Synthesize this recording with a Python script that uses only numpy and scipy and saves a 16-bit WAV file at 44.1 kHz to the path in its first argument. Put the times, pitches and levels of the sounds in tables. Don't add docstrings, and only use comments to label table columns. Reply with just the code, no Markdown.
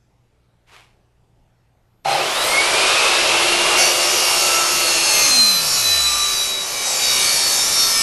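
import sys
import numpy as np
from scipy import signal
from scipy.fft import rfft, irfft, next_fast_len
from scipy.io import wavfile
from scipy.ndimage import uniform_filter1d, map_coordinates

SR = 44100
rng = np.random.default_rng(int(sys.argv[2]) if len(sys.argv) > 2 else 0)


def file_out(sig):
    cols = np.atleast_2d(sig).T
    lim = np.clip(cols, -1, 1)
    pcm = np.round(lim * 32767).astype(np.int16)
    wavfile.write(sys.argv[1], SR, pcm)


N = 353682

# (time [s], speed [turns/s])
BLADE_SPEED = [(2.05, 10.0), (2.11, 21.0), (2.18, 30.3), (2.3, 43.0), (2.38, 49.6), (2.5, 55.3),
               (2.7, 61.81), (3.0, 67.3), (3.3, 71.22), (3.8, 74.62), (4.1, 74.98), (4.4, 74.4),
               (5.1, 71.04), (5.55, 67.65), (5.8, 66.7), (6.6, 64.6), (7.6, 61.9), (8.02, 60.09)]
# (time [s], housing roar [dB], gearbox rattle [dB], cooling air [dB])
MOTOR_LEVELS = [(2.04, -84, -81, -74), (2.05, -35, -31, -42), (2.11, -27.5, -26.5, -31),
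                (2.2, -24.5, -26, -34), (2.45, -23, -23.5, -25.5), (2.89, -20, -17.5, -24.5),
                (3.57, -22, -19, -24.5), (3.79, -20.5, -19, -23.5), (3.92, -25, -21.5, -24.5),
                (4.64, -25.5, -23.5, -24), (5.25, -29, -23.5, -21.5), (5.4, -35.5, -27.5, -22.5),
                (5.6, -33.5, -30, -30.5), (6.2, -36, -30.5, -26), (6.62, -36.5, -35.5, -31.5),
                (6.92, -32, -29, -29), (7.2, -33, -28, -21.5), (7.6, -32.5, -30, -23),
                (8.02, -35.5, -29, -27.5)]
# (time [s], level [dB])
CUT_LEVEL = [(3.77, -23), (3.81, -20), (3.95, -23.5), (4.33, -19), (4.59, -20.5), (4.65, -23), (5.19, -20),
             (5.4, -21), (5.6, -22), (5.68, -19.5), (6.16, -24), (6.45, -24), (6.56, -32.5), (6.87, -23),
             (7.37, -20), (7.65, -21.5), (7.81, -20), (8.02, -20.5)]
# (frequency [Hz], width [Hz], boost over the broad sound of the cut [dB], relative level when struck [dB])
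BLADE_MODES = [(1190, 30, 8, -30), (1325, 30, 8, -24), (1800, 30, 6, -30), (2320, 50, 5, -16),
               (2910, 30, 8, -24), (4400, 40, 7, -20), (4570, 30, 9, -14), (4702, 30, 6, -6),
               (5200, 45, 9, -20), (5390, 25, 9, -10), (5500, 30, 8, -20), (5745, 20, 11, 0),
               (5930, 30, 8, -18), (6220, 35, 11, -6), (6330, 30, 9, -9), (6750, 30, 8, -18),
               (6890, 30, 6, -14), (7180, 40, 7, -12), (9390, 40, 5, -16), (10400, 60, 5, -11),
               (11500, 70, 4, -20)]
CUT_START_S = CUT_LEVEL[0][0]


def amp(db):
    return 10 ** (np.asarray(db) / 20)


def unit(x):
    return x / np.sqrt(np.mean(x ** 2) + 1e-20)


def curves(rows, levels=True):
    times, *columns = np.transpose(rows)
    edge = -150 if levels else 0
    t = np.arange(N) / SR
    return [np.interp(t, times, column, edge, edge) for column in columns]


def noise():
    return rng.standard_normal(N)


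def wobble(rate):
    points = rng.standard_normal(int(N * rate / SR) + 4)
    return map_coordinates(points, [np.arange(N) * rate / SR])


def filtered(x, response):
    size = next_fast_len(N + SR // 2)
    spectrum = rfft(x, size) * response(np.fft.rfftfreq(size, 1 / SR))
    return irfft(spectrum, size)[..., :N]


def coloured(x, points):
    freqs, levels = np.transpose(points)

    def response(hz):
        return amp(np.interp(np.log(hz + 1), np.log(freqs + 1), levels))

    return unit(filtered(x, response))


def patchy(x, patchy_db):
    spectrum = signal.stft(x, nperseg=512)[2]
    field = uniform_filter1d(rng.standard_normal(spectrum.shape), 5, 0)
    field = uniform_filter1d(field, 20, 1)
    return signal.istft(spectrum * amp(patchy_db * unit(field)), nperseg=512)[1][:N]


def tone(cycles, level_db, blur):
    return np.sqrt(2) * amp(level_db) * np.sin(2 * np.pi * cycles + blur * wobble(70))


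def turns():
    return np.cumsum(curves(BLADE_SPEED, levels=False)[0]) / SR


def repeating(angle, memory, size=400):
    rows = rng.standard_normal((int(angle[-1]) + 2, size))
    rows = uniform_filter1d(rows, max(1, round(memory)), 0)
    fine = signal.resample(rows.ravel(), 4 * rows.size)
    return unit(np.interp(angle * 4 * size, np.arange(len(fine)), fine))


def order_db(order, steady_db):
    # (time of peak [s], order [tones/turn], peak level [dB], half length [s])
    swells = [(2.198, 76, -36, 0.029), (2.4, 76, -30, .05), (2.497, 152, -37, .06), (2.46, 228, -38, .04),
              (2.57, 38, -28, .07), (3.36, 37, -30, 0.1), (3.79, 37, -24.5, 0.075), (4.46, 37, -32.5, 0.33),
              (5.796, 38, -36.5, 0.15), (7.2, 38, -46, 0.12), (4.604, 18, -28.5, 0.23),
              (5.353, 18, -35.5, 0.18), (6.22, 18, -33, .16), (3.834, 60, -21, 0.046),
              (4.45, 60, -32, 0.11), (5, 60, -29.5, 0.22), (5.25, 60, -29.5, 0.088), (5.4, 60, -15, .09),
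              (5.53, 60, -17, .08), (5.96, 60, -20, 0.15), (6.218, 60, -23.5, .08), (6.424, 60, -27, 0.13),
              (6.6, 60, -34, 0.059), (6.856, 60, -37, .07), (7.16, 60, -26, .11), (7.38, 60, -36, 0.087),
              (7.588, 60, -32, 0.072), (7.793, 60, -28.5, 0.077), (4.752, 90, -29.5, 0.25),
              (5.212, 90, -22.5, 0.14), (5.57, 90, -30, .1), (6.4, 90, -30, 0.072), (7.35, 90, -30, 0.32),
              (7.79, 90, -24, .07), (5.35, 120, -32, 0.17), (6.003, 120, -36, 0.28), (6.9, 120, -30, 0.063),
              (7.8, 120, -39, .12), (8.0, 86, -24, .06), (5.268, 36, -29, 0.21), (6.8, 36, -34.5, 0.057),
              (7.25, 36, -35.5, .12), (3.8, 30, -30, 0.12), (4.329, 30, -35, 0.093), (5.2, 30, -34.5, 0.13),
              (8.0, 30, -31.5, 0.098), (5.92, 27, -34, .07), (7.85, 22, -34, 0.18), (7.12, 46, -33.5, 0.13),
              (5.1, 35, -31.5, 0.2), (7.3, 70, -27, .08), (5.25, 17, -35.5, 0.094),
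              (4.31, 72, -34.5, 0.066), (6.3, 72, -34, 0.083), (7.1, 72, -29, 0.15), (7.47, 72, -26, .08),
              (7.37, 73, -26, .06)]
    fall_db = 7.5
    t = np.arange(0, N / SR + .01, .005)
    added = sum(amp(db - fall_db * ((t - s) / half) ** 2)
                for s, k, db, half in swells if k == order)
    added = np.interp(np.arange(N) / SR, t, added + 0 * t)
    return 20 * np.log10(amp(steady_db) + added)


def shop():
    # (frequency [Hz], relative level [dB])
    hiss_colour = [(12, -33), (20, 3), (53, -3.5), (122, -5), (246, -11.5), (297, -10.5), (687, -14.5),
                   (765, -14), (899, -14), (975, -19), (12700, -39), (16500, -73), (22000, -120)]
    # (frequency [Hz], level [dB])
    mains_tones = [(59.2, -67.5), (118.4, -64.5), (177.6, -79)]
    hiss_db = -62
    t = np.arange(N) / SR
    mains = sum(tone(hz * t, db + 2.5 * wobble(16), blur=0.4) for hz, db in mains_tones)
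    return amp(hiss_db) * coloured(patchy(noise(), patchy_db=2.0), hiss_colour) + mains


def sleeve():
    # (time [s], level [dB])
    rub_level = [(0.66, -83), (0.675, -56), (0.712, -54), (0.72, -49), (0.76, -45.5), (0.81, -50),
                 (1.05, -83)]
    # (frequency [Hz], relative level [dB])
    cloth_colour = [(180, -49), (300, -15), (465, -13), (544, -15), (768, -6.5), (1960, -10), (2190, -5.5),
                    (4800, -17), (12700, -29), (16500, -56), (22000, -120)]
    grainy = noise() * amp(2.0 * wobble(500))
    return amp(curves(rub_level)[0]) * coloured(grainy, cloth_colour)


def motor(angle):
    # (frequency [Hz], relative level [dB])
    housing_colour = [(190, -24.5), (320, -14), (340, -2.5), (473, -4.5), (531, 0.5), (638, 0.5),
                      (815, -0.5), (1300, -2.5), (1480, -7), (2000, -10.5), (2600, -44), (4400, -120)]
    gearbox_colour = [(880, -44), (1500, -16.5), (1890, -19.5), (2140, -3.5), (2720, -2.5), (2890, -3.5),
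                      (5240, -8.5), (6500, -14), (8450, -17), (14300, -120)]
    air_colour = [(2940, -12.5), (5000, -3), (7290, -6.5), (8530, -5.5), (11000, -5.5), (11800, -12.5),
                  (12200, -73), (15900, -57), (22000, -120)]
    roar_db, rattle_db, air_db = curves(MOTOR_LEVELS)
    locked = .4 + .4 * (np.arange(N) > CUT_START_S * SR)
    shake = (noise() + locked * repeating(angle, memory=12)) / np.hypot(1, locked)
    roar = amp(roar_db) * coloured(patchy(shake, patchy_db=1.22), housing_colour)
    rattle = amp(rattle_db) * coloured(patchy(shake, patchy_db=0.6), gearbox_colour)
    air = amp(air_db) * coloured(patchy(noise(), patchy_db=1.26), air_colour)
    return roar + rattle + air


def high_hiss():
    # (time [s], level [dB])
    hiss_level = [(2.04, -77), (2.048, -55), (2.076, -39), (2.52, -30), (2.62, -45)]
    hiss = coloured(noise(), [(10500, -60), (11700, -3), (13000, -2)])
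    return amp(curves(hiss_level)[0]) * hiss


def bench_rumble():
    # (time [s], level [dB])
    rumble_level = [(2.04, -57), (2.26, -44.5), (2.64, -52.5), (3.72, -41), (4.1, -52), (5.02, -51),
                    (5.69, -44), (6.14, -52), (7.27, -51), (8.02, -42)]
    # (frequency [Hz], relative level [dB])
    bench_colour = [(15, 6), (30, -15), (120, -0.5), (280, 2.5), (400, -20), (600, -120)]
    return amp(curves(rumble_level)[0]) * coloured(noise(), bench_colour)


def start():
    # (time [s], strength [dB])
    knocks = [(2.051, -26), (2.057, -16.5), (2.070, -15), (2.084, -16), (2.094, -17), (2.113, -16),
              (2.128, -14.5), (2.141, -19.5), (2.149, -15.5), (2.160, -20), (2.181, -21), (2.194, -24),
              (2.208, -23)]
    # (frequency [Hz], relative level [dB], time to fall 60 dB [s])
    casting_modes = [(143, -17, 0.12), (711, 4.5, 0.043), (795, 11, 0.039), (850, -4, .03),
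                     (2530, -14, 0.023), (4130, -3.5, 0.04), (10200, -27, .05)]
    out, t = np.zeros(N + SR), np.arange(SR // 4) / SR
    for s, db in knocks:
        ring = sum(amp(level + rng.normal(0, 1.5) - 60 * t / t60) * np.sin(2 * np.pi * hz * t)
                   for hz, level, t60 in casting_modes)
        attack = 1 - np.exp(-t / 0.0035)
        out[round(s * SR):][:len(t)] += amp(db) * ring * attack
    return out[:N]


def gear(angle):
    # (multiple of the tooth rate [x], level before fades and swells [dB])
    overtone_levels = [(2, -36), (4, -50), (6, -54)]
    t, count = np.arange(N) / SR, 38
    mesh_over_rattle_db, beside_over_mesh_db = -9, -10
    mesh_s, mesh_rise_db_per_s = 2.45, 70
    whine_s, whine_end_s, whine_fade_db_per_s = 2.15, 2.75, 60
    mesh_db = curves(MOTOR_LEVELS)[1] + mesh_over_rattle_db
    mesh_db = mesh_db - mesh_rise_db_per_s * np.maximum(mesh_s - t, 0)
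    blur = np.where(t < CUT_START_S, 1.7, .5)
    steady = sum(tone(k * angle, order_db(k, level) + 3 * wobble(90) + 2.5 * wobble(12), blur=blur)
                 for k, level in ((count, mesh_db), (count - 1, mesh_db + beside_over_mesh_db)))
    fade_s = np.maximum(t - whine_end_s, 0) + 5 * np.maximum(whine_s - t, 0)
    fade_db = -whine_fade_db_per_s * fade_s
    whine = sum(tone(k * count * angle, order_db(k * count, level + fade_db) + 2.5 * wobble(160), blur=1.6)
                for k, level in overtone_levels)
    return steady + whine


def hum():
    # (time [s], level [dB])
    hum_level = [(3.0, -64), (3.4, -31), (3.6, -30.5), (4.1, -38), (5.0, -38.5), (5.2, -48), (5.4, -34.5),
                 (5.75, -47), (5.96, -39), (6.3, -44), (6.6, -57)]
    motor_turns_per_blade_turn = 38 / 8
    slide_s, slide_tau_s, slide_aim_hz = 5.2, .65, -30
    t = np.arange(N) / SR
    hz = motor_turns_per_blade_turn * curves(BLADE_SPEED, levels=False)[0]
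    held = np.where(t < slide_s, hz, hz[round(slide_s * SR)])
    remaining = np.exp(-np.maximum(t - slide_s, 0) / slide_tau_s)
    pitch = np.maximum(held * remaining + slide_aim_hz * (1 - remaining), 0)
    return tone(np.cumsum(pitch) / SR, curves(hum_level)[0], blur=0.097)


def cut(angle):
    # (frequency [Hz], relative level [dB])
    chip_colour = [(240, -60), (400, -16), (1100, -11), (1960, -12), (2760, -12.5), (4000, -5),
                   (5320, -1.5), (7830, -5.5), (11400, -7.5), (11900, -0.5), (12200, -60), (13000, -120)]
    # (order [tones/turn], level [dB])
    steady_levels = [(120, -47.5), (36, -46), (90, -56), (30, -49), (72, -43), (18, -49), (17, -51),
                     (22, -50.5), (27, -50.5), (35, -48.5), (46, -47.5), (70, -47), (73, -45), (86, -45),
                     (60, -38)]

    def modes(f):
        return 1 + sum(amp(db) * 1j * f * width / (centre * centre - f * f + 1j * f * width)
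                       for centre, width, db, _ in BLADE_MODES)

    blows = patchy(repeating(angle, memory=16) + .5 * noise(), patchy_db=2.2)
    body = amp(curves(CUT_LEVEL)[0]) * coloured(filtered(blows, modes), chip_colour)
    *others, (count, steady_db) = steady_levels
    lines = sum(tone(k * angle, order_db(k, db) + 2.5 * wobble(11), blur=0.48) for k, db in others)
    tooth_db = order_db(count, steady_db)
    tooth = tone(count * angle, tooth_db + 3 * wobble(28), blur=0.25)
    # (distance in orders, dB below the tooth tone)
    neighbours = ((-1, 18.4), (0.98, 11.0))
    beside = sum(tone((count + k) * angle, tooth_db - db + 4.7 * wobble(5.7), blur=0.98)
                 for k, db in neighbours)
    return body + (lines + tooth + beside) * (np.arange(N) > CUT_START_S * SR)


def touch():
    # (time [s], strength [dB], time to fall 60 dB [s])
    strikes = [(3.78, -13, 0.27), (3.803, -13, 0.49)]
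    out, t = np.zeros(N + SR), np.arange(SR // 2) / SR
    for s, db, t60 in strikes:
        ring = sum(amp(level) * np.sin(2 * np.pi * (hz * t + rng.random()))
                   for hz, _, _, level in BLADE_MODES)
        attack = 1 - np.exp(-t / 0.007)
        out[round(s * SR):][:len(t)] += amp(db - 60 * t / t60) * ring * attack
    return out[:N]


def scene():
    angle = turns()
    background = shop() + sleeve()
    machine = motor(angle) + high_hiss() + bench_rumble() + start() + gear(angle) + hum()
    return (background + machine + cut(angle) + touch())[None]


def record(dry):
    ceiling, top_hz = .65, 12823
    soft = dry / (1 + np.abs(dry / ceiling) ** 4) ** (1 / 4)
    return filtered(soft, lambda hz: hz < top_hz)


dry = scene()
out = record(dry)
file_out(out)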